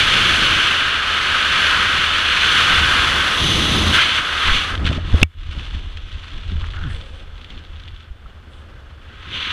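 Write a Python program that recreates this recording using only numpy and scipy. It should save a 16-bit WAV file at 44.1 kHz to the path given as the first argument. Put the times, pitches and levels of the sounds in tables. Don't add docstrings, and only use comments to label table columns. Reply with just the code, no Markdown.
import sys
import numpy as np
from scipy import signal
from scipy.fft import rfft, irfft, next_fast_len
from scipy.io import wavfile
from scipy.ndimage import uniform_filter1d

SR = 44100
rng = np.random.default_rng(int(sys.argv[2]) if len(sys.argv) > 2 else 0)


def file_out(sig):
    cols = np.atleast_2d(sig).T
    lim = np.clip(cols, -1, 1)
    pcm = np.round(lim * 32767).astype(np.int16)
    wavfile.write(sys.argv[1], SR, pcm)


N = 419832
TIME = np.arange(N) / SR
FFT_SIZE = next_fast_len(N, real=True)
BIN_HZ = np.maximum(np.arange(FFT_SIZE // 2 + 1) * SR / FFT_SIZE, 1)
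CRUISE_RUSH_DB, CRUISE_WASH_DB = -20, -36

# pitch_hz, width_hz, head_on_db, glancing_db
HOLLOW_MODES = [(1077, 188, -10.5, -1.5), (1280, 170, -1.5, 1.5), (1531, 410, 1.5, -3.5),
                (1885, 750, -11.5, -2.5)]
RUSH_MODES = [(2403, 900, -1, -6.5), (2976, 650, 1.5, 0.5), (3430, 480, -1, 2.5), (4006, 430, -12.5, -8.5),
              (4290, 390, -9, -18)]
# pitch_hz, width_hz, gain_db
EDGE_MODES = [(3820, 780, 3), (4970, 350, -43), (6090, 520, -3), (6620, 720, -30), (10430, 390, -18.5),
              (11330, 380, -35), (13780, 700, -39)]
# time_s, glancing_share (0-1)
AIR_ANGLE = [(0, 0.03), (2.9, 0.19), (3.3, 0.4), (3.45, 0.97), (3.9, 1), (4.0, 0.1), (4.3, 0.45),
             (4.8, 0.4), (5.4, 0.73), (8.9, 0.3), (9.35, 0.5), (9.52, 0.5)]
# time_s, rush_db, hollow_re_rush_db
EARLY_RUSH_LEVELS = [(0.0, -12.5, -7), (0.03, -15.5, -4.5), (0.68, -17, -3), (0.97, -22, 0),
                     (1.64, -17.5, -2), (1.75, -18.5, 1.5), (2.24, -19, -3.5), (2.53, -15.5, -1.5),
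                     (3.15, -19, 0.5), (3.33, -21, 1), (3.47, -18.5, -8), (3.92, -21.5, -3.5),
                     (3.95, -13.5, -2.5), (3.99, -16, -0.5), (4.02, -14, -7), (4.07, -18.5, -5),
                     (4.18, -18.5, -3.5), (4.22, -26, 0), (4.4, -22.5, 0), (4.48, -16, -3),
                     (4.49, -20, 4.5), (4.55, -16.5, -8.5), (4.75, -33.5, 5), (4.76, -42, 2)]
LATE_RUSH_LEVELS = [(4.8, -42, 5.5), (5.03, -39.5, -2), (5.22, -41, 4), (5.26, -63, 0), (5.6, -43, -8),
                    (8.2, -57, 2), (9.0, -54, 2.5), (9.27, -41, -0.5), (9.35, -25.5, -11), (9.52, -24, -4)]
# time_s, wash_db
EARLY_WASH_LEVELS = [(0.04, -33), (0.4, -32.5), (0.97, -38.5), (1.74, -34.5), (2.32, -37.5), (2.51, -33.5),
                     (3.95, -31.5), (4.02, -37), (4.7, -38)]
LATE_WASH_LEVELS = [(4.95, -46), (5.04, -52), (5.22, -31), (5.27, -73), (5.56, -49.5), (6.05, -54.5),
                    (6.85, -50), (8.1, -57.5), (8.55, -52), (8.9, -53.5), (9.52, -53)]
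# frequency_hz, density_db
DEEP_SPECTRUM = [(8, -3.5), (22, -5), (42, 0), (60, -10.5), (100, -45)]
BOOM_SPECTRUM = [(25, -19.5), (45, -10.5), (60, -8.5), (72, 5.5), (84, 4), (98, -8.5), (130, -15.5),
                 (200, -42), (500, -77)]
BUFFET_SPECTRUM = [(70, -3.5), (115, 3), (150, 1.5), (210, 0), (320, -3), (410, -10.5), (560, -21.5),
                   (1000, -44.5)]
WASH_SPECTRUM = [(200, -9), (380, 1), (520, 1), (760, -1.5), (950, -3), (1300, -2.5), (2500, -39.5)]
HISS_SPECTRUM = [(3000, -30), (4400, 4), (5200, 2.5), (6300, -5.5), (7200, -8), (9500, -13.5),
                 (10600, -16.5), (12500, -28), (14300, -30), (15500, -47)]
# start_s, length_s, boom_db, deep_db, buffet_db
GUST_SPELLS = [(0, 0.56, -35, -33, -31.5), (1.65, 0.86, -39, -43, -59), (2.667, 0.19, -26, -31, -32),
               (2.847, 0.34, -30, -35, -35), (3.374, 0.4, -27, -30, -24), (3.709, 0.21, -20, -41, -22.5),
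               (4.434, 0.13, -23, -22.5, -32.5), (4.695, 0.18, -23, -30, -35), (4.78, 0.2, -21.5, -43, -30),
               (5.015, 0.16, -24.5, -28, -34.5), (5.344, 0.88, -35.5, -31.5, -52.5),
               (5.523, 0.075, -33, -31, -38.5), (5.71, 0.12, -30, -28, -42),
               (6.306, 0.088, -34.5, -28.5, -43), (6.44, 0.19, -25.5, -25.5, -45),
               (6.65, 0.32, -28.5, -28, -47), (6.957, 0.43, -44, -35.5, -60), (7.468, 0.11, -51, -36, -45),
               (7.618, 0.32, -38.5, -38, -60), (9.24, 0.25, -41, -50, -44.5)]

# start_s, length_s, level_db
HUM_SPELLS = [(6.9, .2, -50), (7.42, .2, -60), (8.45, 1, -60.5), (9.25, .27, -56)]
# pitch_hz, width_hz, gain_db
HUM_MODES = [(487, 78, -2), (540, 46, 0)]
# nearest_s, level_db, pitch_hz, glide_octaves_per_s, half_length_s
RISER_PASSES = [(6.528, -29, 194, 1, 0.012), (6.873, -22.5, 130.5, -11, 0.034)]
# start_s, length_s, level_db
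SWISH_SPELLS = [(6.87, 0.073, -57.5), (6.98, .22, -70), (8.48, .12, -70)]
# pitch_hz, width_hz, gain_db
SWISH_MODES = [(7860, 1300, 0), (9300, 990, 0)]
# start_s, length_s, level_db, pitch_hz
GROMMET_CATCHES = [(6.593, 0.052, -43, 1250), (6.735, .06, -36, 1380), (6.798, 0.073, -37.5, 1510),
                   (6.88, 0.045, -44, 1750)]
# start_s, length_s, level_db, crackle_re_rustle_db
RUSTLE_SPELLS = [(4.834, 0.056, -25, -11.5), (4.894, 0.076, -31.5, -18), (5.034, 0.11, -40, -14),
                 (5.12, 0.089, -33.5, -16), (5.366, 0.18, -46.5, -12), (5.479, .31, -41.5, -10),
                 (5.548, 0.052, -38, -13), (5.788, .3, -51.5, -19), (6.068, 0.95, -43.5, -5),
                 (7.003, .22, -48, -16), (7.334, 0.71, -51.5, -1.5), (7.476, 0.12, -47.5, -8),
                 (7.75, 0.065, -50, -7), (8.5, .11, -57, -4)]
# start_s, relative_level_db, dull_offset_db
CLOTH_FLICKS = [(4.477, -11, -1), (4.752, -12.5, -7.5), (4.777, -19, -15), (4.8535, -12, -12),
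                (4.874, -8.5, -7), (5.216, -11, -20), (5.9715, -18.5, -26), (6.3041, -27, -21),
                (6.4971, -25, -9), (6.641, -29, 8), (6.686, -29, 2), (6.7356, -31, 3), (7.3786, -28, -14),
                (7.413, -26, -10), (7.444, -23.5, -22), (7.503, -23.5, -22), (7.6635, -36, -8),
                (7.7973, -28, -23), (7.883, -29, -16)]
# frequency_hz, density_db
FLICK_SPECTRUM = [(800, -30.5), (1800, -5.5), (2600, -3.5), (3400, 3.5), (4500, -11.5), (7000, -29),
                  (14000, -48)]
# start_s, level_db, pitch_hz, t60_s
HELMET_KNOCKS = [(4.912, -12.5, 570, 0.023), (4.982, -17, 620, 0.03), (5.141, -3.5, 440, 0.021),
                 (6.498, -29, 1320, .025), (6.64, -28, 1200, .02), (8.259, -31, 1300, 0.029),
                 (8.725, -39, 1300, .04)]
# start_s, push_db, length_s
HARNESS_TUGS = [(4.513, -4.5, 0.018), (4.848, -8.5, 0.0047), (4.976, -14, 0.0032), (5.1283, -5, 0.0085),
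                (5.1402, 1, 0.0044), (5.215, -5, 0.009), (5.227, -3.5, 0.0017), (5.486, -15, 0.0092),
                (5.574, -19, 0.0062), (5.746, -17.5, 0.0054), (6.519, -26, 0.0035), (6.554, -13, 0.0064),
                (8.105, -20, 0.011), (8.258, -24.5, 0.0099)]
# pitch_hz, gain_db, t60_s
MOUNT_MODES = [(79.2, 0, 0.12), (146, -2.5, 0.03), (263, 6.5, 0.015)]
HARDWARE_MODES = [(2280, -20, 0.05), (1870, -37, 0.077)]

# centre_hz, width_hz, depth (0-1)
PORT_NOTCHES = [(2340, 90, 0.18), (4910, 260, 0.4), (5460, 230, 0.45), (11100, 350, 0.4), (12800, 600, .25)]
# frequency_hz, density_db
SELF_NOISE_SPECTRUM = [(2000, 12), (6000, -2), (9000, -5), (12000, -8.5), (15500, -12)]


def from_db(db):
    return 10 ** (np.asarray(db) / 20)


def unit_power(x):
    return x / np.sqrt(np.mean(x ** 2) + 1e-20)


def curves(*tables):
    times, *columns = np.vstack(tables).T
    return [np.interp(TIME, times, column) for column in columns]


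def filtered(x, gain):
    return irfft(rfft(x, FFT_SIZE) * gain, FFT_SIZE)[:N]


def smooth_noise(spectrum):
    hz, db = np.transpose(spectrum)
    gain = from_db(np.interp(np.log(BIN_HZ), np.log(hz), db, left=-100, right=-100))
    return unit_power(filtered(rng.standard_normal(N), gain))


def resonant_noise(modes):
    power = sum((from_db(db) / (1 + (2 * (BIN_HZ - hz) / width) ** 2)) ** 2 for hz, width, db in modes)
    return unit_power(filtered(rng.standard_normal(N), np.sqrt(power)))


def drift(rate_hz):
    pole, run_in = np.exp(-2 * np.pi * rate_hz / SR), SR // 4
    wander = signal.lfilter([1], [1, -2 * pole, pole ** 2], rng.standard_normal(N + run_in))
    return unit_power(wander[run_in:])


def flutter(depth_db, rate_hz):
    nepers = depth_db * np.log(10) / 20
    return np.exp(nepers * drift(rate_hz) - nepers ** 2)


def ring(push, hz, t60):
    radius, angle = from_db(-60 / (t60 * SR)), 2 * np.pi * hz / SR
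    return signal.lfilter([0, np.sin(angle)], [1, -2 * radius * np.cos(angle), radius ** 2], push + 1e-18)


def bursts(times, levels_db, t60):
    envelope, age = np.zeros(N), np.arange(SR // 10) / SR
    shape = from_db(-60 * age / t60) * np.minimum(age / 0.0005, 1)
    for start, db in zip(times, levels_db):
        at = int(start * SR)
        envelope[at:at + len(age)] += from_db(db) * shape
    return envelope


def spells(rows, attack_s, t60):
    t, power = TIME[::8], 0
    for start, length, db in rows:
        rise = np.clip((t - start) / attack_s, 0, 1)
        decay_db = 60 * np.clip((t - start - length) / t60, 0, 2)
        power += (rise * from_db(db - decay_db)) ** 2
    return np.interp(TIME, t, np.sqrt(power))


def rumble(spectrum):
    lumps = smooth_noise(spectrum)
    return lumps / np.sqrt(uniform_filter1d(lumps ** 2, size=SR // 5))


def eddies(wash_offset_db):
    starts, lengths, *levels = np.transpose(GUST_SPELLS)
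    boom_gust, deep_gust, buffet_gust = [
        spells(zip(starts, lengths, db), attack_s=0.038, t60=0.23) for db in levels]
    wash = from_db(-11) * buffet_gust * smooth_noise(WASH_SPECTRUM)
    boom = np.hypot(boom_gust, from_db(-36 + 0.27 * wash_offset_db)) * rumble(BOOM_SPECTRUM)
    deep = np.hypot(deep_gust, from_db(-40.5 + 0.27 * wash_offset_db)) * rumble(DEEP_SPECTRUM)
    buffet = np.hypot(buffet_gust, from_db(-38 + 0.79 * wash_offset_db)) * smooth_noise(BUFFET_SPECTRUM)
    return wash + boom + deep + buffet * flutter(depth_db=1.7, rate_hz=47)


def housing_noise(modes, glancing):
    head_on = resonant_noise([(hz, width, db) for hz, width, db, _ in modes])
    sideways = resonant_noise([(hz, width, db) for hz, width, _, db in modes])
    return np.sqrt(1 - glancing) * head_on + np.sqrt(glancing) * sideways


def air_hiss(hiss_db, edge_db, shelf_db, shelf_hz):
    air = from_db(hiss_db) * smooth_noise(HISS_SPECTRUM) + from_db(edge_db) * resonant_noise(EDGE_MODES)
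    below_shelf = filtered(air, 1 / (1 + (BIN_HZ / shelf_hz) ** 10))
    return below_shelf + from_db(shelf_db) * (air - below_shelf)


def wind_roar(wash_offset_db):
    rush_db, hollow_db = curves(EARLY_RUSH_LEVELS, LATE_RUSH_LEVELS)
    glancing = curves(AIR_ANGLE)[0]
    wash = from_db(CRUISE_WASH_DB + wash_offset_db) * smooth_noise(WASH_SPECTRUM)
    hollow = from_db(rush_db + hollow_db + 0.24) * housing_noise(HOLLOW_MODES, glancing)
    hollow *= flutter(depth_db=0.34, rate_hz=53)
    rush = from_db(rush_db) * housing_noise(RUSH_MODES, glancing)
    hiss_db = -34.5 + 0.61 * (rush_db - CRUISE_RUSH_DB) + 0.66 * wash_offset_db
    edge_db = rush_db - 16.5 + 9 * glancing ** 2 + 0.24 * wash_offset_db
    shelf_db = 1 + 0.39 * wash_offset_db + 5.5 * np.sqrt(glancing)
    hiss = air_hiss(hiss_db, edge_db, shelf_db, shelf_hz=9700)
    flutter_db = 0.6 + 0.035 * np.maximum(-wash_offset_db, 0)
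    return (wash + hollow + rush + hiss) * flutter(flutter_db, rate_hz=44)


def line_hum():
    return spells(HUM_SPELLS, attack_s=0.091, t60=1.1) * resonant_noise(HUM_MODES)


def riser_swoops(waver, octave_db):
    swoops = np.zeros(N)
    for nearest, db, hz, glide, half_length in RISER_PASSES:
        age = np.clip(TIME - nearest, -0.2, 0.2)
        pitch_hz = hz * 2 ** (glide * age) * (1 + waver * drift(rate_hz=56))
        phase = 2 * np.pi * np.cumsum(pitch_hz) / SR
        tone = np.sin(phase) + from_db(octave_db) * np.sin(2 * phase)
        swoops += from_db(db) * np.exp(-(age / half_length) ** 2) * tone
    return swoops


def slider(chatter_db, width_hz):
    swish = spells(SWISH_SPELLS, attack_s=0.04, t60=0.3) * resonant_noise(SWISH_MODES)
    rasp = np.zeros(N)
    for start, length, db, hz in GROMMET_CATCHES:
        catch = spells([(start, length, db)], attack_s=0.015, t60=0.12)
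        rasp += catch * resonant_noise([(hz, width_hz, 0)])
    return swish + rasp * flutter(chatter_db, rate_hz=90)


def crease_crackle(pops_per_s, spread_db, band_hz):
    sizes = from_db(spread_db * np.minimum(rng.exponential(1, N), 3))
    pops = sizes * (rng.random(N) < pops_per_s / SR)
    rings = sum(from_db(db) * ring(pops * rng.standard_normal(N), hz, t60=2.8 / width)
                for hz, width, _, db in RUSH_MODES)
    bandpass = signal.butter(2, band_hz, "band", fs=SR, output="sos")
    return unit_power(signal.sosfilt(bandpass, rings))


def canopy_cloth(wash_offset_db, glancing):
    starts, lengths, level_db, crackle_db = np.transpose(RUSTLE_SPELLS)
    rustle_gain, crackle_gain = [spells(zip(starts, lengths, db), attack_s=0.035, t60=0.095)
                                 for db in (level_db, level_db + crackle_db)]
    rustle = housing_noise(RUSH_MODES, glancing) + from_db(-4) * housing_noise(HOLLOW_MODES, glancing)
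    hiss = air_hiss(hiss_db=-14, edge_db=-18, shelf_db=1 + 0.39 * wash_offset_db, shelf_hz=9000)
    crackle = crease_crackle(pops_per_s=110, spread_db=4.5, band_hz=(900, 4930))
    return (rustle_gain * (rustle + hiss) + crackle_gain * crackle) * flutter(depth_db=3, rate_hz=98)


def cloth_flicks(t60, sharp_trim_db, dull_trim_db):
    times, level_db, dull_offset_db = np.transpose(CLOTH_FLICKS)
    sharp = bursts(times, level_db + sharp_trim_db, t60) * smooth_noise(FLICK_SPECTRUM)
    hollow = resonant_noise([(hz, width, db) for hz, width, _, db in HOLLOW_MODES])
    dull = bursts(times, level_db + dull_offset_db + dull_trim_db, 0.77 * t60) * hollow
    return sharp + dull


def helmet_knocks():
    knocks, age = np.zeros(N), np.arange(SR // 10) / SR
    for start, db, hz, t60 in HELMET_KNOCKS:
        at = int(start * SR)
        envelope = from_db(db - 60 * age / t60) * np.minimum(age * hz / 2, 1)
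        knocks[at:at + len(age)] += envelope * np.sin(2 * np.pi * hz * age)
    return knocks


def harness_jolts():
    push = np.zeros(N)
    for start, db, length in HARNESS_TUGS:
        shape, at = np.hanning(int(length * SR)), int(start * SR)
        push[at:at + len(shape)] += from_db(db) * shape / shape.sum()
    return sum(from_db(db) * ring(push, hz, t60) for hz, db, t60 in MOUNT_MODES)


def riser_snap(start_s, length_s, jerk_db, start_hz, rise_hz_per_s, rasp):
    jerk = spells([(start_s, length_s, jerk_db)], attack_s=0.0009, t60=0.0071)
    pitch_hz = start_hz + rise_hz_per_s * np.clip(TIME - start_s, 0, length_s)
    pitch_hz *= 1 + rasp * drift(rate_hz=2000)
    squeal = np.sin(2 * np.pi * np.cumsum(pitch_hz) / SR)
    crack = from_db(-16) * smooth_noise(FLICK_SPECTRUM)
    thud = from_db(-6.5) * smooth_noise(WASH_SPECTRUM)
    strike = np.zeros(N)
    strike[np.argmax(jerk)] = 1
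    metal = sum(from_db(db) * ring(strike, hz, t60) for hz, db, t60 in HARDWARE_MODES)
    return jerk * (squeal + crack + thud) + metal


def scene():
    wash_offset_db = curves(EARLY_WASH_LEVELS, LATE_WASH_LEVELS)[0] - CRUISE_WASH_DB
    canopy = canopy_cloth(wash_offset_db, glancing=0.53)
    canopy += cloth_flicks(t60=0.029, sharp_trim_db=-7, dull_trim_db=-5)
    rigging = slider(chatter_db=3.5, width_hz=480) + line_hum() + riser_swoops(waver=0.08, octave_db=-12)
    thumps = harness_jolts() + helmet_knocks()
    snap = riser_snap(start_s=5.2293, length_s=0.0027, jerk_db=3.5,
                      start_hz=2001, rise_hz_per_s=265000, rasp=0.0802)
    wind = wind_roar(wash_offset_db) + eddies(wash_offset_db)
    return (wind + rigging + canopy + thumps + snap)[None, :]


def record(dry):
    ceiling, cutoff_hz = 0.96, 15400
    notches = [1 - depth / (1 + (2 * (BIN_HZ - hz) / width) ** 2) for hz, width, depth in PORT_NOTCHES]
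    self_noise = from_db(-66.5) * smooth_noise(SELF_NOISE_SPECTRUM)
    heard = filtered(dry[0], np.prod(notches, axis=0)) + self_noise
    clipped = heard / (1 + (heard / ceiling) ** 6) ** (1 / 6)
    lowpass = signal.ellip(10, 0.1, 90, cutoff_hz, fs=SR, output="sos")
    return signal.sosfilt(lowpass, clipped)[None, :]


dry = scene()
out = record(dry)
file_out(out)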